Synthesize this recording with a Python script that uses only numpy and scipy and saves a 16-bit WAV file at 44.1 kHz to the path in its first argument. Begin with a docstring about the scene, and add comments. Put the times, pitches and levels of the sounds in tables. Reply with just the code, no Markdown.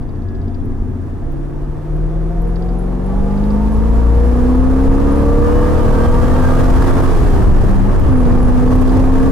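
"""V8 sports car from the bonnet

The car coasts, pulls through one gear, shifts at 7-8 s and pulls again. The engine sounds in orders
(multiples) of its two-turn cycle, coloured by pipes and panels. Air buffets the microphone, tyres
and wind grow with speed, loose parts jingle, chatter, tick and ping; a limiter holds the peaks."""
import sys
import numpy as np
from scipy import signal
from scipy.fft import rfft, irfft, next_fast_len
from scipy.io import wavfile
from scipy.ndimage import uniform_filter1d, minimum_filter1d

SR = 44100
rng = np.random.default_rng(int(sys.argv[2]) if len(sys.argv) > 2 else 0)


def wrap_up_sound(samples):
    """Save the sound to the file named by the first command line argument, as 16-bit audio."""
    columns = np.atleast_2d(samples).T
    # keep every value between -1 and 1, then stretch to whole-number steps
    tamed = np.clip(columns, -1, 1)
    steps = np.round(tamed * 32767).astype(np.int16)
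    wavfile.write(sys.argv[1], SR, steps)


N = 410571
T = np.arange(N) / SR
CYLINDERS, LOW_FIRING_HZ, TOP_FIRING_HZ = 8, 140, 350
SIDE = np.array([[1], [-1]])  # left plus, right minus
# engine firing rate: t/s, f/Hz
FIRING_RATE = [(0, 146), (.9, 137), (1.4, 141.5), (2, 156.5), (2.9, 182), (3.6, 211), (4.4, 246),
               (5.2, 282.5), (6, 316), (6.85, 352.5), (7.03, 354.5), (7.3, 321), (7.8, 256.5), (7.88, 270),
               (7.93, 308), (8.04, 310), (8.11, 262), (8.16, 256), (8.26, 243), (9.3, 266)]


def undb(db):
    """Decibels to gain."""
    return np.exp(np.log(10) / 20 * np.asarray(db))


def curve(table):
    """A (t/s, value) table, linearly interpolated per sample."""
    return np.interp(T, *np.transpose(table))


def unit(x):
    """Scale to rms 1."""
    return x / np.sqrt(np.mean(x ** 2))


def walk(rate_hz):
    """Random wander with a spread near 1."""
    return 1.2 * np.interp(T * rate_hz, np.arange(8192), rng.standard_normal(8192))


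def pan(left_db):
    """Channel gains for a left minus right level."""
    return undb(SIDE * left_db / 2)


def noise(colour, side_db):
    """Stereo noise with an (f/Hz, level/dB) spectrum: mid at rms 1, side at side_db."""
    hz, db = np.transpose(colour)
    size = next_fast_len(N, real=True)
    bins_hz = np.maximum(np.fft.rfftfreq(size, 1 / SR), 1)
    gain = undb(np.interp(np.log(bins_hz), np.log(hz), db, left=-120, right=-120))
    mid, side = irfft(rfft(rng.standard_normal((2, size))) * gain, size)[:, :N]
    return unit(mid) + undb(side_db) * unit(side) * SIDE


def response(hz, resonances):
    """Gain at hz of a set of resonances (f/Hz, width/Hz, level/dB)."""
    grid_hz = np.arange(10, 3000)
    power = sum(undb(db) ** 2 / (1 + ((grid_hz / f - f / grid_hz) * f / width_hz) ** 2)
                for f, width_hz, db in resonances)
    return np.interp(hz, grid_hz, np.sqrt(power))


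def speed_db(cruise_db, db_per_doubling, wind_share, cruise_km_h=100):
    """Level that grows with road speed and takes a share of the headwind."""
    # road speed: t/s, v/(km/h)
    speed = [(0, 44.8), (1.3, 42), (2.9, 40.7), (5.2, 74.4), (7, 90.3), (8.2, 98), (9.3, 100)]
    # wind on the bonnet: t/s, level/dB
    headwind = [(0, -7.5), (2.9, 4.5), (3.3, 5.5), (5.3, 3), (6.85, 8), (7.9, -5.5), (8.9, 1.5), (9.3, 1.5)]
    doublings = np.log2(curve(speed) / cruise_km_h)
    return cruise_db + db_per_doubling * doublings + wind_share * curve(headwind)


def boom(angle, cycle_hz, shut, flutter_db=.5, spread_rad=.24, shift_s=7.6, tall_gear_db=-9):
    """Strong low orders swell as the revs carry them through exhaust and cabin resonances."""
    # booming orders: order, left minus right/dB
    orders = [(2, 3.3), (6, 2), (8, -.7), (16, 0)]
    # their strengths: full-throttle level/dB, change when shut/dB
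    levels = [(2, -29), (-7, -11.5), (3, -15.5), (-5, -8.5)]
    # exhaust and cabin: f/Hz, width/Hz, level/dB
    resonances = [(40, 10.4, 16.5), (57.8, 4.6, 19), (149, 29.5, 8.5), (206.6, 14.8, 9.5),
                  (253.7, 28.6, 9.5), (340, 110, -1), (475, 14.2, 9), (569, 34, -1.5)]
    # cancellation between the two pipes: f/Hz, width/Hz, depth 0-1
    notches = [(235.2, 9.2, 0.59), (330.3, 30.3, 0.94)]
    out = 0
    for (order, left_db), (db, shut_db) in zip(orders, levels):
        hz = order * cycle_hz
        phase = order * angle + rng.uniform(0, 2 * np.pi) + spread_rad * walk(4.5) * SIDE
        gain = response(hz, resonances) * undb(db + shut_db * shut + flutter_db * walk(22))
        if order == 2:  # once-a-turn shudder, weaker in the taller gear
            gain *= undb(tall_gear_db * np.clip(2 * (T - shift_s) + .5, 0, 1))
        if order == CYLINDERS:  # firing note
            for notch_hz, width_hz, depth in notches:
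                gain *= 1 - depth * np.exp(-((hz - notch_hz) / width_hz) ** 2)
        out += np.sqrt(2) * gain * pan(left_db) * np.sin(phase)
    return out


def growl(angle, cycle_hz, flutter_db=2, flutter_db_per_khz=2.5, blur_hz=1150, spread_rad=.79):
    """Unequal cylinders raise many orders, which swell in turn in pipe and panel resonances."""
    # uneven orders: order, low-rev level/dB, top-rev level/dB
    orders = [(3, 0, 7.5), (4, 10, 5.5), (5, 5.5, 2), (7, -4, -4), (9, -0.5, -4), (10, 0.5, 1),
              (11, 2, 1.5), (15, 0, 3.5), (17, 2.5, -1), (18, 7.5, -4), (19, 7.5, -3.5), (20, -0.5, -1),
              (21, 1.5, -2), (22, 4, -2), (23, -8, -0.5), (24, -1, 1.5), (25, -2.5, -2), (26, -3.5, -3),
              (27, -2, -2.5), (28, -2.5, 1.5), (29, -15, 3), (31, -4, 2), (32, -4, 1), (33, -2, 3),
              (35, -8, 4), (36, -2, -5), (38, -6, -4), (39, 1.5, -9), (40, -6, -2), (44, -10.5, -2),
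              (48, -2, -5)]
    # pipes and panels: f/Hz, width/Hz, level/dB
    body = [(137, 99, -11.5), (260, 24, -1), (341.6, 23, -7.5), (470, 13.6, -5), (547, 36, -12),
            (686, 34, -15), (835, 30, -23), (920, 35, -13), (1142, 88, -15.5), (1220, 30, -17.5),
            (1610, 64, -19.5), (1803, 36, -21)]
    step = 8  # low notes only: computed at SR / step
    t, angle, cycle_hz = T[::step], angle[::step], cycle_hz[::step]
    revs = np.log(CYLINDERS * cycle_hz / LOW_FIRING_HZ) / np.log(TOP_FIRING_HZ / LOW_FIRING_HZ)
    out = 0
    for order, low_db, top_db in orders:
        flutter, drift, apart = (np.interp(t * rate_hz, np.arange(512), rng.standard_normal(512))
                                 for rate_hz in (22, 16, 6))
        hz = order * cycle_hz
        db = low_db + (top_db - low_db) * revs
        db += (flutter_db + flutter_db_per_khz * hz / 1000) * flutter
        # moving air shifts the phase, short waves most
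        shift_rad = (hz / blur_hz) ** 2 * drift + spread_rad * np.minimum(hz / 400, 1) * apart * SIDE
        phase = order * angle + shift_rad + rng.uniform(0, 2 * np.pi)
        out += np.sqrt(2) * response(hz, body) * undb(db) * np.sin(phase)
    return signal.resample_poly(out, step, 1, axis=1, window=("kaiser", 9))[:, :N] * pan(left_db=-1.2)


def rasp(angle):
    """Gas noise pulses with the firings; the uneven banks add a throb once a turn."""
    puffs = unit((1 + .6 * np.cos(CYLINDERS * angle)) * (1 + .2 * np.cos(2 * angle)))
    # gas spectrum: f/Hz, level/dB
    colour = [(400, -29), (700, 4.5), (1200, 4), (1800, -4.5), (2600, -16), (6000, -36)]
    return puffs * noise(colour, side_db=-27)


def howl(angle, cycle_hz, shut, pipe_hz=476, width_hz=38, leak_db=-21, shut_db=-20, flutter_db=1.2):
    """Three clean orders ring out near the main pipe resonance and leak faintly elsewhere."""
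    # howling orders: order, level/dB
    orders = [(12, 2), (13, 6.5), (14, 1.5)]
    out = 0
    for order, db in orders:
        ring = response(order * cycle_hz, [(pipe_hz, width_hz, 0)]) ** 2 + undb(leak_db)
        phase = order * angle + rng.uniform(0, 2 * np.pi) + .45 * walk(6) * SIDE
        out += ring * undb(db + shut_db * shut + flutter_db * walk(22)) * np.sin(phase)
    return np.sqrt(2) * out * pan(left_db=-2.5)


def whine(angle, cycle_hz, revs_oct, shut, shut_db=-8, high_db=-55.5, db_per_oct=19):
    """Two thin tones from a slipping belt: the low one rings panels, the high one grows with revs."""
    # belt tones: low order, high order
    orders = (34, 78.7)
    # panels: f/Hz, width/Hz, level/dB
    panels = [(740, 75, -41.5), (865, 130, -36.5)]
    flutter_db, slip_rad = 3, .012
    low = sum(undb(db + shut_db * shut) * response(orders[0] * cycle_hz, [(hz, width_hz, 0)]) ** 2
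              for hz, width_hz, db in panels)
    high = undb(high_db + db_per_oct * revs_oct)
    tones = sum(gain * undb(flutter_db * walk(16)) * np.sin(order * (angle + slip_rad * walk(40)))
                for order, gain in zip(orders, (low, high)))
    return np.sqrt(2) * tones


def burble(angle, cycle_hz, revs_oct, throttle, gas_db=-41, db_per_oct=-10, throb_db=2, flutter_db=1.8):
    """Off the throttle the exhaust burbles, most at low revs, and single orders drone in the pipes."""
    # burble spectrum: f/Hz, level/dB
    colour = [(100, 7), (165, -4), (215, 0.5), (245, 6.5), (275, -6.5), (315, -13.5), (365, -5.5),
              (420, -6.5), (520, -29)]
    # pipe drones: order, resonance f/Hz, width/Hz, level/dB
    drones = [(5, 86, 22, -24.5), (5, 184, 8, -26), (6, 203, 17, -18.5), (6, 252, 12, -24),
              (8, 136, 10, -36), (8, 338, 22, -29), (10, 402, 40, -24.5), (13, 228, 20, -37),
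              (16, 281, 31, -35), (21, 367, 30, -43)]
    gas = undb(gas_db + db_per_oct * revs_oct + throb_db * walk(18)) * noise(colour, side_db=-10)
    wobble_rad = .22 * 4 ** revs_oct  # more ragged at high revs
    drone = 0
    for order, *pipe in drones:
        gain = response(order * cycle_hz, [pipe]) * undb(flutter_db * walk(13))
        drone += gain * np.sin(order * angle + wobble_rad * walk(30))
    overrun = np.clip(1 - throttle / .74, 0, 1)
    return overrun * (gas + np.sqrt(2) * drone * pan(left_db=4))


def engine(exhaust_db=-18, db_per_oct=11):
    """One slightly uneven crankshaft drives all orders; revs and throttle set their strength."""
    # coast, pull, lift to shift, blip, pull harder: t/s, throttle 0-1
    pedal = [(0, .3), (.25, 0), (1.05, 0), (1.28, .6), (1.85, .5), (1.93, .8), (7.0, .8), (7.2, 0),
             (7.86, 0), (7.93, .3), (8.06, .2), (8.13, .9), (8.8, .85), (9.1, 1)]
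    firing_hz, throttle = curve(FIRING_RATE), curve(pedal)
    cycle_hz, shut = firing_hz / CYLINDERS, 1 - throttle
    revs_oct = np.log2(firing_hz / TOP_FIRING_HZ)
    angle = 2 * np.pi * np.cumsum(cycle_hz) / SR + .006 * walk(45)  # 2 pi per two turns
    exhaust = undb(-14 - 11 * shut) * rasp(angle)
    exhaust += undb(.5 - 14 * shut) * growl(angle, cycle_hz)
    exhaust += boom(angle, cycle_hz, shut) + howl(angle, cycle_hz, shut)
    exhaust *= undb(exhaust_db + db_per_oct * revs_oct)
    belt = whine(angle, cycle_hz, revs_oct, shut)
    return exhaust + belt + burble(angle, cycle_hz, revs_oct, throttle)


def road(bumps_db=.5, grain_db=.27):
    """The body rumbles and the tyres roar on an uneven surface, louder with speed."""
    # body rumble spectrum: f/Hz, level/dB
    rumble_colour = [(70, -33), (125, -12), (170, 2), (215, -7.5), (275, 3.5), (315, 1), (365, -1.5),
                     (450, -5), (560, -16), (1500, -49)]
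    # tyre roar spectrum: f/Hz, level/dB
    tyre_colour = [(250, -21), (470, 2), (580, -0.5), (800, -0.5), (1030, -4.5), (1230, -5.5), (1430, -12),
                   (1700, -10.5), (2200, -23), (3200, -30), (8000, -76)]
    rumble_db = speed_db(cruise_db=-21.5, db_per_doubling=13.5, wind_share=.32)
    roar_db = speed_db(cruise_db=-25.5, db_per_doubling=13.5, wind_share=.37)
    rumble = undb(rumble_db + bumps_db * walk(15)) * noise(rumble_colour, side_db=-5.5)
    roar = undb(roar_db + grain_db * walk(30)) * noise(tyre_colour, side_db=-3)
    return (rumble + roar) * pan(left_db=-.9)


def wind(swirl_db=2, flicker_db=.5, overload=.74):
    """Large eddies thump and overload the microphone, small ones flutter, the airstream hisses."""
    # large-eddy spectrum: f/Hz, level/dB
    buffet_colour = [(8, -30), (14, -5.5), (24, 5), (35, 3.5), (58, -5), (85, -9.5), (120, -16), (180, -35),
                     (400, -65)]
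    # small-eddy spectrum: f/Hz, level/dB
    eddy_colour = [(55, -39), (88, -5.5), (130, -13.5), (175, -19.5), (300, -32)]
    # airstream spectrum: f/Hz, level/dB
    air_colour = [(1000, -15), (2200, 5), (3200, 1), (5000, -0.5), (6300, -2.5), (7500, -4), (10700, -5.5),
                  (12500, -9.5), (15700, -14.5)]
    # single gusts: t/s, length/s, boost/dB
    gusts = [(.66, 0.39, 6), (1.273, 0.11, 8.5), (3.215, 0.16, 11), (4.4, 0.078, 8), (4.895, 0.033, 17),
             (5.566, 0.098, 5), (6.746, 0.14, 10.5), (7.502, 0.089, 11.5)]
    buffet_db = speed_db(cruise_db=-6, db_per_doubling=15.5, wind_share=.056)
    eddy_db = speed_db(cruise_db=-17.5, db_per_doubling=16.5, wind_share=.05)
    hiss_db = speed_db(cruise_db=-43, db_per_doubling=13.5, wind_share=.79)
    gust_db = sum(db * np.exp(-(2 * (T - at_s) / length_s) ** 2) for at_s, length_s, db in gusts)
    swirl = noise(buffet_colour, side_db=-9)
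    swirl /= np.sqrt(uniform_filter1d(np.mean(swirl ** 2, axis=0), 4000))  # even out the strength
    thumps = undb(buffet_db + gust_db + swirl_db * walk(10)) * swirl * pan(left_db=.5)
    flutter = undb(eddy_db) * noise(eddy_colour, side_db=3)
    hiss = undb(hiss_db + flicker_db * walk(40)) * noise(air_colour, side_db=-2) * pan(left_db=-.6)
    return overload * np.tanh(thumps / overload) + flutter + hiss


def jingle(shimmer_db=2):
    """Engine shake keeps thin metal parts ringing, louder with revs."""
    # ringing bands: f/Hz, width/Hz, top-rev level/dB, slope/(dB per octave of revs)
    bands = [(690, 30, -40, 7), (3480, 300, -67, 6), (5800, 700, -69, 7), (10040, 160, -68, 10),
             (10790, 160, -66, 16), (10960, 400, -68, 11), (12950, 400, -71, 11)]
    firing_hz = curve(FIRING_RATE)
    revs_oct = np.log2(firing_hz / firing_hz.max())
    out = 0
    for hz, width_hz, db, db_per_oct in bands:
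        phase = 2 * np.pi * hz * T
        gain = undb(db + db_per_oct * revs_oct + shimmer_db * walk(16))
        out += gain * (walk(width_hz) * np.sin(phase) + walk(width_hz) * np.cos(phase))
    return out


def knocks(blows, modes, crack_db, crack_s, gain_db, size=12000):
    """Each blow is a dry crack that rings a small part's modes; it peaks at its level plus gain_db."""
    t, out = np.arange(size) / SR, np.zeros((2, N + size))
    band = signal.butter(2, [.85 * modes[0][0], 1.05 * modes[-1][0]], "band", fs=SR, output="sos")
    for at_s, level_db in blows:
        burst = rng.standard_normal((2, size)) * np.exp(-t / crack_s)
        hit = undb(crack_db) * signal.sosfilt(band, burst)
        for hz, db, t60_s in modes:
            phase = rng.uniform(0, 2 * np.pi) + 2 * rng.standard_normal((2, 1))
            hit += undb(db - 60 * t / t60_s) * np.sin(2 * np.pi * hz * t + phase)
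        start = int(at_s * SR)
        out[:, start:start + size] += undb(level_db + gain_db) * hit / np.abs(hit).max()
    return out[:, :N]


def chatter(period_s=.0648, scatter_db=2):
    """A loose fitting rattles in bursts of evenly spaced blows that swell or fade."""
    # bursts: t/s, blow count, first level/dB, last level/dB
    bursts = [(.026, 9, -57, -49), (2.5586, 3, -44, -49), (3.31, 4, -54, -45), (8.19, 4, -45, -41),
              (8.893, 2, -39, -40)]
    # fitting modes: f/Hz, level/dB, t60/s
    modes = [(3430, -5, .04), (3800, -2, .05), (4200, -5, .03), (4570, -2, .05), (4740, -3, .04),
             (4900, 0, .06)]
    blows = [(start_s + k * period_s, db - scatter_db * rng.standard_normal())
             for start_s, count, first_db, last_db in bursts
             for k, db in enumerate(np.linspace(first_db, last_db, count))]
    return knocks(blows, modes, crack_db=6, crack_s=.01, gain_db=8)


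def squeak(start_s=.24, length_s=.19, hz=1685, db=-53, waver_hz=12):
    """Something rubs with a brief, wavering squeal."""
    swell = np.sqrt(np.maximum(0, 1 - (2 * (T - start_s) / length_s - 1) ** 2))
    phase = 2 * np.pi * np.cumsum(hz + waver_hz * walk(48.6)) / SR
    return np.sqrt(2) * undb(db) * swell * np.sin(phase)


def ticks():
    """Light, sharp blows on a loose part die away fast."""
    # ticks: t/s, level/dB
    blows = [(0.6559, -54), (1.3218, -51), (1.9637, -50), (2.4195, -47), (3.45, -52), (7.9991, -46),
             (8.756, -41), (8.8133, -40)]
    # part modes: f/Hz, level/dB, t60/s
    modes = [(9606, -9, .012), (11800, 5, .03), (12900, -7, .02), (14400, -5, .02)]
    return knocks(blows, modes, crack_db=4, crack_s=.006, gain_db=7)


def pings():
    """A small metal part is knocked and rings on."""
    # pings: t/s, level/dB
    blows = [(2.4753, -43), (2.6509, -60), (2.7861, -47), (3.0415, -48), (3.7194, -44), (4.2497, -53),
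             (4.4882, -52), (5.1093, -46), (6.3824, -44), (8.1144, -43), (8.1698, -41), (8.4163, -40),
             (9.2125, -54)]
    # metal modes: f/Hz, level/dB, t60/s
    modes = [(10000, -12, .15), (10772, -2, 0.32), (10797, -7, .22), (12800, -13, .06)]
    return knocks(blows, modes, crack_db=-5, crack_s=.004, gain_db=2)


def scene():
    """Engine, road, wind and the loose parts they shake."""
    loose_parts = chatter() + ticks() + pings()
    return engine() + road() + wind() + jingle() + loose_parts + squeak()


def record(dry):
    """Fast look-ahead limiter, then a steep low-pass."""
    ceiling, window_samples, cutoff_hz = .745, 260, 15750
    wanted_gain = np.minimum(1, ceiling / (np.abs(dry).max(axis=0) + 1e-9))
    gain = uniform_filter1d(minimum_filter1d(wanted_gain, window_samples), window_samples)
    lowpass = signal.ellip(10, .1, 80, cutoff_hz, fs=SR, output="sos")
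    return signal.sosfilt(lowpass, dry * gain)


dry = scene()
out = record(dry)
wrap_up_sound(out)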